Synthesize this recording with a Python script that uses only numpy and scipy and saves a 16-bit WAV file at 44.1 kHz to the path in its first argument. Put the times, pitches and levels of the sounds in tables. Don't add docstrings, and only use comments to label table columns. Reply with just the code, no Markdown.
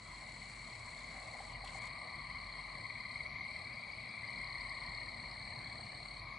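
import sys
import numpy as np
from scipy import signal
from scipy.io import wavfile
from scipy.ndimage import uniform_filter1d

SR = 44100
rng = np.random.default_rng(int(sys.argv[2]) if len(sys.argv) > 2 else 0)


def wav_out(sig):
    wavfile.write(sys.argv[1], SR, np.round(np.clip(np.atleast_2d(sig).T, -1, 1) * 32767).astype(np.int16))


def elevation(decibels):
    levels = np.asarray(decibels, float)
    return 10 ** (levels / 20)


N = 281358


def evened(x):
    return x / np.sqrt(np.mean(x ** 2) + 1e-20)


def read(points, hz):
    f, value = np.transpose(points)
    return np.interp(np.log(hz + 1), np.log(f + 1), value)


def curves(rows):
    s, *columns = np.transpose(rows)
    return [np.interp(np.arange(N) / SR, s, column) for column in columns]


def add(mix, s, sound):
    part = mix[max(round(s * SR), 0):][:len(sound)]
    part += sound[:len(part)]


def held(rows, edge_s):
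    t = np.arange(N) / SR
    gain = sum(elevation(db) * (t >= start) * (t < end) for start, end, db in rows)
    return uniform_filter1d(gain, max(int(edge_s * SR), 1))


# pitch_hz, likeness (1 = mono)
STEREO_LIKENESS = [(60, 1), (170, 0.96), (470, 0.59), (1330, 0.62), (3740, 0.47), (10500, 0.64)]
# pitch_hz, left_over_right_db
STEREO_LEAN = [(60, .2), (170, 0.76), (470, 2.2), (1330, 0.88), (3740, 0.98), (10500, 0.39)]


def noise(shape_db, patchy_db):
    frames, hz = N // 512 + 5, np.fft.rfftfreq(2048, 1 / SR)[:, None]
    a, b, c, d, patches = rng.standard_normal((frames, 1025, 5)).T
    patches = evened(uniform_filter1d(uniform_filter1d(patches, 16, 0), 6, 1))
    same = np.clip(read(STEREO_LIKENESS, hz), -1, 1)
    lean = elevation(read(STEREO_LEAN, hz) / 2)
    left = a + 1j * b
    right = same * left + np.sqrt(1 - same ** 2) * (c + 1j * d)
    z = np.array([left * lean, right / lean])
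    z *= elevation(shape_db(hz, np.arange(frames) * 512 / SR) + patchy_db * patches)
    return evened(signal.istft(z, nperseg=2048, noverlap=1536)[1][:, :N])


def wavering(hz, width):
    drift = signal.lfilter([1], [1, -np.exp(-np.pi * width / SR)], rng.standard_normal((2, N)))
    turn = 2 * np.pi * hz * np.arange(N) / SR
    return evened((1.83 + evened(drift[0])) * np.cos(turn) + evened(drift[1]) * np.sin(turn))


def yard(x, wet_db, t60):
    t = np.arange(SR // 3) / SR
    signs = rng.choice([-1., 1.], (2, len(t)))
    sparse = rng.random((2, len(t))) < .05
    taps = signs * sparse * elevation(-60 * t / t60) * (t > .002)
    echoes = signal.fftconvolve(x[None], taps / np.linalg.norm(taps[0]), axes=1)[:, :N]
    return x + elevation(wet_db) * echoes


def pulses(count, centre_hz, glide, duty, rough, uneven_db, step=1):
    u = np.clip((count % 1) / duty, 0, 1)
    k = count.astype(int) - int(count.min())
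    size, pitch = rng.standard_normal((400, 2)).T
    hz = centre_hz * (1 + glide * (u - .5) + rough * pitch[k])
    envelope = np.sin(np.pi * u ** 1.185) ** 2 * elevation(uneven_db * size[k])
    return 2 * np.pi * np.cumsum(hz) * step / SR, envelope


# pitch_hz, level_db per Hz
AIR_COLOUR = [(700, -32), (1000, 14.5), (1500, -0.5), (1750, 4), (2800, -1.5), (3600, -3), (5200, -7.5),
              (6500, -16.5), (9500, -15), (11000, -20)]


def air():
    return elevation(-59.5) * noise(lambda hz, t: read(AIR_COLOUR, hz) + 0 * t, patchy_db=3.0)


# pitch_hz, level_db per Hz
ROAD_COLOUR = [(34, -51), (58, 2), (70, -7.5), (124, -0.5), (157, -6.5), (242, -7.5), (269, -18),
               (302, -12.5), (377, -18.5), (536, -15.5), (609, -9), (835, -10), (950, -22.5), (1240, -30),
               (2090, -120)]
# time_s, level_db
ROAD_SWELL = [(0, -59.5), (1.3, -58), (2.5, -58), (4, -58), (4.6, -57), (5.8, -56), (6.38, -60)]
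# pitch_hz, width_hz, level_db
MACHINES = [(113.5, 6.2, -66), (240, 9.1, -75)]


def traffic():
    car_s, car_width_s, car_db = 1.43, .48, 3.5
    throb_db, lull_db = -59.5, -8.5

    def colour(hz, t):
        passing = np.exp(-((t - car_s) / car_width_s) ** 2)
        return read(ROAD_COLOUR, hz) + (hz > 450) * car_db * passing

    hum = elevation(curves(ROAD_SWELL)[0] + 1.5) * noise(colour, patchy_db=1.46)
    coasting = held([(2.75, 4.3, 0)], edge_s=.2)
    throb = elevation(throb_db + lull_db * coasting) * wavering(47, width=2.2)
    machines = sum(elevation(db) * wavering(hz, width) for hz, width, db in MACHINES)
    rumble_cut = signal.butter(3, 36, "high", fs=SR, output="sos")
    return signal.sosfilt(rumble_cut, hum + throb + machines)


# start_s, end_s, level_db
WHISTLES = [
    (.02, .2, -76),
    (.66, .83, -75),
    (1.7, 1.95, -76),
    (2.42, 2.64, -74.5),
]


def whistler():
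    return held(WHISTLES, edge_s=.06) * wavering(3250, width=12)


# start_s, end_s, level_db
MOTOR_RUNS = [
    (0, 1.532, -68.5),
    (1.645, 1.7, -69),
    (1.7, 1.73, -66.5),
    (1.73, 1.79, -63.5),
    (1.812, 1.882, -67.5),
]
# pitch_hz, level_db per Hz
HOUSING_COLOUR = [(300, -27), (1500, -9), (3000, -14.5), (5100, -15.5), (5800, -13.5), (6300, -17),
                  (6950, -9), (7150, -7), (7450, -21), (7650, -7.5), (7970, -3), (8500, -18), (9300, -18.5),
                  (10200, -16), (11000, -29)]


def motor():
    whir = noise(lambda hz, t: read(HOUSING_COLOUR, hz) + 0 * t, patchy_db=.5)
    whir *= elevation(2.55 * evened(uniform_filter1d(rng.standard_normal(N), 150)))
    return elevation(4.5) * held(MOTOR_RUNS, edge_s=0.0069) * whir


# start_s, peak_db, low_part_db
BUTTON_CLICKS = [
    (1.4034, -66, -62),
    (1.5314, -64, -66),
    (1.6467, -47, -58),
    (1.6746, -54, -50),
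    (1.8208, -53, -60),
    (1.8397, -55, -62),
    (1.8711, -47, -57),
    (5.854, -57, -75),
]


def clicks():
    taps, u = np.zeros(N), np.arange(1300) / SR
    snap_band = signal.butter(1, (2500, 9500), "band", fs=SR, output="sos")
    rattle_band = signal.butter(2, (2700, 4200), "band", fs=SR, output="sos")
    for s, db, low_db in BUTTON_CLICKS:
        snap, rattle = rng.standard_normal((len(u), 2)).T
        snap = signal.sosfilt(snap_band, snap) * elevation(db + 1.5 - 60 * u / .012)
        rattle = signal.sosfilt(rattle_band, rattle) * elevation(low_db + 12 - 60 * u / 0.091)
        add(taps, s, snap + rattle)
    return taps


# start_s, peak_db, pitch_hz
BODY_KNOCKS = [
    (1.348, -44, 790),
    (1.403, -41, 780),
    (1.638, -42, 760),
    (1.751, -42.5, 790),
]


def knocks():
    taps, u = np.zeros(N), np.arange(1300) / SR
    for s, db, hz in BODY_KNOCKS:
        tones = np.sin(2 * np.pi * hz * u) + .4 * np.sin(2 * np.pi * .78 * hz * u)
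        add(taps, s, elevation(db + 5.5 - 60 * u / .035) * tones * np.minimum(u / .003, 1))
    return taps


# time_s, level_db
FAR_CRICKETS = [(0, -60), (1.5, -58), (3, -56.5), (4, -57), (5, -55), (6.38, -58)]


def far_crickets(count=24, step=2):
    t, group = np.arange(0, N, step) / SR, 0
    for pitch in np.linspace(-1.5, 1.5, count):
        rate, start = rng.random(2)
        phase, shape = pulses(start + t * (30 + 12 * rate), 4300 * (1 + .08 * pitch),
                              glide=-.11, duty=0.49, rough=.02, uneven_db=1.0, step=step)
        group = group + shape * np.sin(phase) * elevation(-8 * pitch ** 2)
    return elevation(curves(FAR_CRICKETS)[0] - 1.5) * evened(signal.resample_poly(group, step, 1)[:N])


# start_s, peak_db, pitch_hz
INSECT_TICKS = [(2.839, -54, 4870), (3.0024, -47, 4816), (3.7361, -46, 4815), (3.8119, -49, 4660),
                (3.8726, -47, 4607), (3.921, -43, 4700), (4.089, -45, 4795), (4.2754, -42, 4700),
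                (4.3815, -45, 4800), (4.4396, -49, 4864), (4.4969, -60, 4676), (4.606, -38, 4640),
                (4.6338, -57, 4680), (4.6913, -43, 4740), (4.9453, -48, 4860), (5.3109, -46, 4800)]


def ticks():
    song, u = np.zeros(N), np.arange(300) / 300
    for s, db, hz in INSECT_TICKS:
        phase = 2 * np.pi * np.cumsum(hz * (.97 + .08 * u)) / SR
        add(song, s, elevation(db - 6) * np.sin(np.pi * u) * np.sin(phase))
    return song


# start_s, end_s, strokes_per_s
BOUTS = [
    (.014, .802, 36.8),
    (.802, 1.586, 35.7),
    (1.586, 3.27, 35.32),
    (3.448, 3.668, 36.3),
    (3.668, 4.297, 36.6),
    (4.297, 5.418, 35.67),
    (5.418, 6.2, 36.3),
]
BOUT_DB = [-63, -63, -59.5, -58.5, -64, -56.5, -56]


def near_cricket():
    song, beat = np.zeros((2, N))
    for (first, end, rate), db in zip(BOUTS, BOUT_DB):
        count = rate * np.arange(0, end - first, 1 / SR)
        phase, shape = pulses(count, 4310, glide=-.16, duty=.5, rough=.006, uneven_db=.8)
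        add(song, first, elevation(db + 11) * shape * np.sin(phase))
        add(beat, first, shape)
    return song, beat


# pitch_hz, level_db per Hz
RASP_COLOUR = [(5000, -28), (7300, -9), (8000, -2.5), (8450, 6), (8750, 3), (9100, -19.5), (11000, -56)]


def wing_rasp(beat):
    spans = [(first, end, -69.5 + .5 * (db + 60)) for (first, end, _), db in zip(BOUTS, BOUT_DB)]
    effort = held(spans, edge_s=.03)
    rasp = noise(lambda hz, t: read(RASP_COLOUR, hz) + 0 * t, patchy_db=2.1)
    return elevation(-3.5) * rasp * (effort * (1 + 0.7 * beat) + elevation(-83))


def crickets():
    near, beat = near_cricket()
    song = yard(far_crickets() + near + ticks(), wet_db=-9.5, t60=0.3)
    return song * elevation(np.array([[1.2], [-1.2]])) + wing_rasp(beat)


def toads_side():
    return elevation(5.2 * np.array([[.5], [-.5]]))


# time_s, upper_partial_db, lower_over_upper_db, upper_pitch_hz
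CHORUS = [(0.0, -55.5, -5, 2120), (0.05, -55.5, -19, 2090), (0.51, -53, -11.5, 2134),
          (1.67, -52.5, -4, 2121), (1.79, -49.5, -5, 2134), (2.7, -50.5, -4.5, 2114),
          (3.02, -48.5, -8, 2139), (4.03, -50, -14, 2185), (4.6, -46.5, -8.5, 2098),
          (6.06, -55.5, -8, 2157), (6.38, -50.5, -2.5, 2159)]


def far_toads(count=44, step=4):
    upper_db, lower_db, upper_hz = curves(CHORUS)
    t, partials = np.arange(0, N, step) / SR, 0
    for pitch in np.linspace(-1.6, 1.6, count):
        rate, start, cycle, bout = rng.random(4)
        hz = upper_hz[::step] / 2 * (1 + .088 * pitch)
        phase, shape = pulses(start + t * (16.5 + 4 * rate), hz,
                              glide=.12, duty=.42, rough=.015, uneven_db=1.5, step=step)
        shape *= np.clip(1.25 + np.sin(2 * np.pi * (bout + t * (0.2975 + 0.309 * cycle))), 0, 1)
        voice_db = np.array([[-3.5 * (pitch - .3) ** 2], [-8 * pitch ** 2], [-22 * pitch ** 2]])
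        voice_db = voice_db + 0.6 * rng.standard_normal((3, 1))
        partials = partials + elevation(voice_db) * shape * np.sin(np.outer([1, 2, 3], phase))
    lower, upper, third = (evened(p[:N]) for p in signal.resample_poly(partials, step, 1, axis=1))
    call = elevation(upper_db - 3.0) * (upper + elevation(lower_db - 2.0) * lower + elevation(-29.5) * third)
    return yard(call, wet_db=-8, t60=0.27) * toads_side() * elevation(2.0)


# first_pulse_s, end_s, pulses_per_s, upper_pitch_hz, level_db
TRILLS = [(0.014, .55, 19.72, 2200, -55), (.641, 1.42, 18.56, 2140, -54), (1.641, 2.1, 18.52, 2150, -45),
          (2.14, 2.8, 17.66, 2170, -50), (2.806, 3.64, 19.8, 2110, -41.5), (3.676, 4.2, 19.34, 2190, -45),
          (4.189, 4.98, 18.76, 2140, -41.5), (4.47, 5.32, 18.15, 1960, -47), (5.3, 6.05, 17.5, 1780, -57),
          (5.35, 5.8, 19.2, 2180, -48), (5.845, 6.38, 18.72, 2170, -48)]


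def near_toads():
    upper, lower = np.zeros((2, N))
    for first, end, rate, upper_hz, db in TRILLS:
        lead = .22 / rate
        t = np.arange(0, end - first + lead, 1 / SR)
        phase, shape = pulses(t * rate, upper_hz / 2, glide=.16, duty=.42, rough=.012, uneven_db=1.5)
        shape = shape * signal.windows.tukey(len(t), .2)
        add(upper, first - lead, shape * elevation(db) * (np.sin(2 * phase) + elevation(-26) * np.sin(3 * phase)))
        add(lower, first - lead, shape * np.sin(phase))
    chorus_db, lower_db, _ = curves(CHORUS)
    call = upper + elevation(chorus_db + lower_db + 1) * lower
    return yard(call, wet_db=-10, t60=0.3) * toads_side()


def scene():
    camera = motor() + clicks() + knocks()
    return air() + traffic() + whistler() + camera + crickets() + far_toads() + near_toads()


def top_cut(x):
    return signal.sosfilt(signal.butter(12, 11100, fs=SR, output="sos"), x)


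def record(dry):
    settled = dry * elevation(-4 * np.exp(-np.arange(N) / SR / 0.047))
    lowpass = signal.firwin(511, 11150, window=("kaiser", 9), fs=SR)
    limited = signal.oaconvolve(settled, lowpass[None], "same")
    return top_cut(limited)


dry = scene()
out = record(dry)
wav_out(out)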